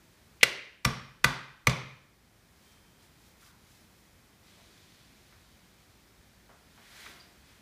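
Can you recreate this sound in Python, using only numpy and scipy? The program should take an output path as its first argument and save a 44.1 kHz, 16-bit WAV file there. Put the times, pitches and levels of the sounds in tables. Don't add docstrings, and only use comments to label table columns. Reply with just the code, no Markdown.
import sys
import numpy as np
from scipy import signal
from scipy.fft import rfft, irfft, next_fast_len
from scipy.io import wavfile
from scipy.ndimage import uniform_filter1d

SR = 44100
rng = np.random.default_rng(int(sys.argv[2]) if len(sys.argv) > 2 else 0)


def wav_record(signal):
    frames = np.transpose(np.atleast_2d(signal))
    bounded = np.clip(frames, -1, 1)
    quanta = np.round(bounded * 32767).astype(np.int16)
    wavfile.write(sys.argv[1], SR, quanta)


N = 335601
TIME = np.arange(N) / SR
HIT_TIME = TIME[:2 ** 14]
# (frequency [Hz], level [dB])
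SLAP_COLOUR = [(100, -6.5), (250, -2.5), (450, -2), (700, -12), (1000, -1.5), (2000, 2), (3000, 3.5),
               (5000, 0), (7500, -5), (11000, -8), (15000, -16)]


def from_db(db):
    return 10 ** (np.asarray(db) / 20)


def fade(t, t60):
    return np.exp(-np.minimum(np.log(1000) * t / t60, 60))


def at_hz(points, hz):
    row_hz, values = np.transpose(points)
    return np.interp(np.log(np.maximum(hz, 1)), np.log(row_hz), values)


def frequencies(x):
    return np.fft.rfftfreq(len(x), 1 / SR)


def colour(x, points):
    padded = np.pad(x, (0, next_fast_len(len(x) + len(HIT_TIME)) - len(x)))
    gains = from_db(at_hz(points, frequencies(padded)))
    return irfft(rfft(padded) * gains, len(padded))[:len(x)]


def add(out, s, sound):
    start = max(round(s * SR), 0)
    out[start:start + len(sound)] += sound[:len(out) - start]


def noise(points):
    x = colour(rng.standard_normal(N), points)
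    return x / x.std()


def chatter(t60, passes=4):
    burst = rng.standard_normal(len(HIT_TIME)) * fade(HIT_TIME, t60)
    window = 1 / (1 + (HIT_TIME / t60) ** 4)
    for _ in range(passes):
        spectrum = rfft(burst)
        evened = spectrum / (np.abs(spectrum) + 1e-12)
        burst = irfft(evened, len(HIT_TIME)) * window
    return burst / np.sqrt(np.sum(burst ** 2)) * np.sqrt(SR / 5)


def contact(db, hz, octaves, t60):
    edges = np.clip([hz / 2 ** (octaves / 2), hz * 2 ** (octaves / 2)], 20, .45 * SR)
    band = signal.butter(2, edges, "band", fs=SR, output="sos")
    return from_db(db) * signal.sosfilt(band, chatter(t60))


def rubbing(strength, spectrum, grain_db, grains_per_s=150):
    grip = np.interp(TIME * grains_per_s, np.arange(N), rng.standard_normal(N))
    return strength * from_db(grain_db * grip) * noise(spectrum)


def room_noise(level_db=-61):
    # (frequency [Hz], level [dB])
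    air_colour = [(20, -20.5), (32, -13), (50, -0.5), (100, -2), (130, -5), (200, -4), (280, -9.5),
                  (350, -10), (480, -14.5), (800, -16), (1250, -17.5), (1900, -17.5), (3300, -20.5),
                  (5000, -21.5), (8000, -25.5), (15000, -28.5)]
    return from_db(level_db) * noise(air_colour)


def workshop_echo(x, build_s=0.003, bands=16):
    # (frequency [Hz], fade time [s])
    fade_times = [(100, .56), (260, .57), (700, .55), (1200, .58), (1950, .63), (4850, .55), (8000, .41),
                  (13000, .33)]
    # (frequency [Hz], level [dB])
    echo_colour = [(100, -1), (300, 3), (700, 4), (1500, 0.5), (2300, -4.3), (2900, 0.5), (4000, -0.5),
                   (7000, -4), (14000, -6.5)]
    t = TIME[:SR]
    white = rfft(rng.standard_normal(SR))
    centres = np.geomspace(60, 16000, bands)
    tail = 0
    for hz, share in zip(centres, np.eye(bands)):
        band_gains = at_hz(list(zip(centres, share)), frequencies(t))
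        tail = tail + irfft(white * band_gains, SR) * fade(t, at_hz(fade_times, hz))
    tail *= 1 - np.exp(-(t / build_s) ** 2)
    tail /= np.sqrt(np.sum(tail ** 2))
    return signal.fftconvolve(x, colour(tail, echo_colour))[:N]


def clothes(attack_s=.06, settle_db=4.2):
    # (start [s], level [dB], length [s])
    moves = [(4.41, -63.5, .48), (7.43, -67, .07)]
    # (frequency [Hz], level [dB])
    cloth_colour = [(300, -12.5), (1000, -6.5), (2300, -0.5), (3800, 2), (6500, -5.5), (10000, -12),
                    (15000, -21.5)]
    strength = 0
    for s, db, length in moves:
        attack = np.clip((TIME - s) / attack_s, 0, 1)
        settling = np.maximum((TIME - s) / length - 1, 0)
        strength = strength + attack * from_db(db - settle_db * settling)
    return rubbing(strength, cloth_colour, grain_db=0.5)


def palms():
    # (middle [s], level [dB], length [s])
    strokes = [(2.69, -66.5, .15), (3.04, -65, .06), (3.26, -66, .12), (3.455, -60, .08), (3.75, -65, .19),
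               (4.02, -69, .12)]
    # (frequency [Hz], level [dB])
    brush_colour = [(300, -18), (900, -7), (1300, -2), (2500, 2), (5000, 2.5), (9000, -3), (15000, -6)]
    strength = sum(from_db(db) * np.exp(-2 * ((TIME - s) / length) ** 2) for s, db, length in strokes)
    return rubbing(strength, brush_colour, grain_db=1.0)


def pings():
    # (time [s], pitch [Hz], level [dB], fade time [s])
    notes = [(2.66, 3150, -70, 2.8), (7.199, 4727, -57, 0.26), (7.199, 4274, -70, 0.45)]
    out, t = np.zeros(N), TIME[:SR]
    for s, hz, db, t60 in notes:
        add(out, s, from_db(db) * np.sin(2 * np.pi * hz * t) * fade(t, t60))
    return out


def chair_base(rise_db_per_s=58, fall_db_per_s=75, hold_s=.07):
    # (time of top speed [s], level [dB])
    pulls = [(7.035, -52), (7.53, -68)]
    # (frequency [Hz], level [dB])
    scrape_colour = [(150, -18), (400, -11), (750, -7), (1150, -4.5), (1750, 2.5), (2700, -0.5), (4200, -2),
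                     (7000, -8.5), (15000, -15)]
    strength = 0
    for s, db in pulls:
        before = np.maximum(s - hold_s / 2 - TIME, 0)
        after = np.maximum(TIME - s - hold_s / 2, 0)
        strength = strength + from_db(db - rise_db_per_s * before - fall_db_per_s * after)
    return rubbing(strength, scrape_colour, grain_db=-0.3)


def small_contacts(bump_hz=74, bump_octaves=1.6, bump_t60=.13, bump_room_db=-9):
    # (time [s], level [dB], centre [Hz], width [octaves], fade time [s], share sent to the room [dB])
    contacts = [(0.41, -44, 2550, 0.7, 0.09, -9.5), (0.587, -33, 2200, .35, 0.057, -2),
                (1.6962, -34, 3500, 1.7, 0.047, -6.5), (3.42, -61, 1350, .6, .28, 3),
                (4.575, -65, 548, 1.2, .08, 4), (5.325, -61, 1500, 1.1, .09, -3.5),
                (6.493, -57.5, 650, 2.8, .14, -1), (6.777, -60, 1200, 1.5, 0.036, 0.5),
                (7.06, -47, 1600, 1.2, 0.085, -11), (7.078, -52.5, 280, 1.0, .12, 3),
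                (7.199, -53, 4800, .14, .12, -4), (7.2, -62, 720, .2, .3, 3)]
    # (time [s], level [dB])
    bumps = [(2.76, -54), (3.32, -53), (3.62, -49.5), (3.69, -50), (4.18, -50), (5.35, -49), (5.69, -52),
             (6.37, -49)]
    low_contacts = [(s, db, bump_hz, bump_octaves, bump_t60, bump_room_db) for s, db in bumps]
    direct, to_room = np.zeros((2, N))
    for s, db, hz, octaves, t60, room_db in contacts + low_contacts:
        sound = contact(db, hz, octaves, t60)
        add(direct, s, sound)
        add(to_room, s, from_db(room_db) * sound)
    return direct, to_room


def shell_boom(rise_s=0.0081, shudder_db=1, shudder_t60=.16):
    # (pitch [Hz], level [dB], fade time [s])
    notes = [(60, -6, .13), (137.9, 5.3, 0.115), (131, -23.5, .56), (139, -22.5, .48), (178, -8, .2),
             (220.3, -8, 0.078), (258, -14, .14)]
    # (frequency [Hz], level [dB])
    shudder_colour = [(25, -10), (55, 1), (95, -16), (180, -2.5), (255, -5), (320, -17.5), (480, -10),
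                      (800, -24), (3000, -44), (9000, -64.5)]
    push = 1 - np.exp(-(HIT_TIME / rise_s) ** 2)
    ring = sum(from_db(db) * np.sin(2 * np.pi * hz * HIT_TIME) * fade(HIT_TIME, t60)
               for hz, db, t60 in notes)
    shudder = from_db(shudder_db) * colour(chatter(shudder_t60), shudder_colour)
    return push * ring + shudder


def cover_ring(notes, rise_cycles=0.75, rise_s=.0005):
    out = 0
    for k, (hz, t60, db) in enumerate(notes):
        swell = 1 - np.exp(-HIT_TIME / (rise_s + rise_cycles / hz))
        tone = (-1) ** k * np.sin(2 * np.pi * hz * HIT_TIME)
        out = out + from_db(db) * swell * tone * fade(HIT_TIME, t60)
    return out


def crack_into_room(notes, slap_db, width_hz=130, notes_db=-3.3):
    hz = np.geomspace(50, 16000, 400)
    power = from_db(slap_db + at_hz(SLAP_COLOUR, hz)) ** 2
    for centre, _, db in notes:
        power = power + from_db(db + notes_db) ** 2 / (1 + ((hz - centre) / width_hz) ** 2) ** 2
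    crack_colour = np.column_stack([hz, 10 * np.log10(power)])
    return colour(chatter(t60=.035), crack_colour)


def fist(ring_db=2, boom_lag_s=.0028, boom_room_db=-12.3):
    # (time [s], first touch [dB], wait until the slam [s], slam [dB], slam fade time [s],
    # boom [dB], share of the crack sent to the room [dB])
    blows = [(0.43, -26, .0036, -21, 0.02, -33, -8.5), (0.8474, -42.5, .0030, -28.5, 0.026, -14, -7.5),
             (1.2413, -38.5, .0030, -26, .022, -15, -6), (1.6698, -35, .0016, -28.5, 0.023, -10.5, -6.5)]
    # (pitch [Hz], fade time [s], level in blow 1 [dB], in blow 2 [dB], in blow 3 [dB], in blow 4 [dB])
    cover_notes = [(490, .028, -11.5, -26, -19, -17), (925, .035, -27.5, -23.5, -14.5, -18),
                   (1187, .035, -25, -12, -11, -11.5), (1507, .035, -16.5, -17, -8.5, -27.5),
                   (1730, .03, -14, -18.5, -18, -19), (2000, 0.037, -4, -15, -8.5, -13),
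                   (2235, .03, -4, -17.5, -31, -8), (2440, .03, -11.5, -15.5, -12, -10.5),
                   (2765, 0.04, -3, -27, -18, -19), (3540, .028, -22, -26, -17, -19),
                   (4160, 0.04, -13, -30.5, -28, -25.5), (4640, .028, -15.5, -24.5, -19.5, -28),
                   (5525, 0.037, -22, -15.5, -45, -28.5), (6100, 0.035, -15, -24, -25, -18)]
    direct, to_room = np.zeros((2, N))
    for k, (s, touch_db, wait_s, slam_db, slam_t60, boom_db, room_db) in enumerate(blows):
        notes = [(hz, t60, levels[k]) for hz, t60, *levels in cover_notes]
        slam_s = s + wait_s
        add(direct, s, from_db(touch_db) * colour(chatter(t60=.02), SLAP_COLOUR))
        add(direct, slam_s, from_db(slam_db) * colour(chatter(slam_t60), SLAP_COLOUR))
        head_start_s = wait_s * min(from_db(touch_db - slam_db) * 1.5, 1)
        add(direct, slam_s - head_start_s, from_db(ring_db) * cover_ring(notes))
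        add(to_room, slam_s, from_db(room_db) * crack_into_room(notes, slam_db))
        boom = from_db(boom_db) * shell_boom()
        add(direct, slam_s + boom_lag_s, boom)
        add(to_room, slam_s + boom_lag_s, from_db(boom_room_db) * boom)
    return direct, to_room


def scene(scrape_room_db=-5):
    blows, blows_to_room = fist()
    contacts, contacts_to_room = small_contacts()
    handling = palms() + clothes()
    scrape = chair_base()
    echo = workshop_echo(blows_to_room + contacts_to_room + from_db(scrape_room_db) * scrape)
    return (blows + contacts + handling + scrape + pings() + echo + room_noise())[None]


def gain_control(x, threshold_db=-26, slope=0.39, attack_s=.006, recovery_db_per_s=7):
    power = uniform_filter1d(x ** 2, size=256)
    level_db = 10 * np.log10(np.maximum(power, 1e-12))
    cut_db = slope * np.maximum(level_db - threshold_db, 0)
    recovery_db = recovery_db_per_s * TIME
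    held_db = np.maximum.accumulate(cut_db + recovery_db) - recovery_db
    smoothing = np.exp(-1 / (attack_s * SR))
    smooth_db = signal.lfilter([1 - smoothing], [1, -smoothing], held_db)
    return x * from_db(-smooth_db)


def record(dry, ceiling=.9, cutoff_hz=15300):
    # (frequency [Hz], level [dB])
    mic_colour = [(15, -16), (35, 0), (2550, 1), (2720, -3), (2920, -1.5), (3100, 0)]
    levelled = gain_control(colour(dry[0], mic_colour))
    rounded = ceiling * np.tanh(levelled / ceiling)
    treble_cut = signal.ellip(12, .1, 80, cutoff_hz, fs=SR, output="sos")
    return signal.sosfilt(treble_cut, rounded)[None]


dry = scene()
out = record(dry)
wav_record(out)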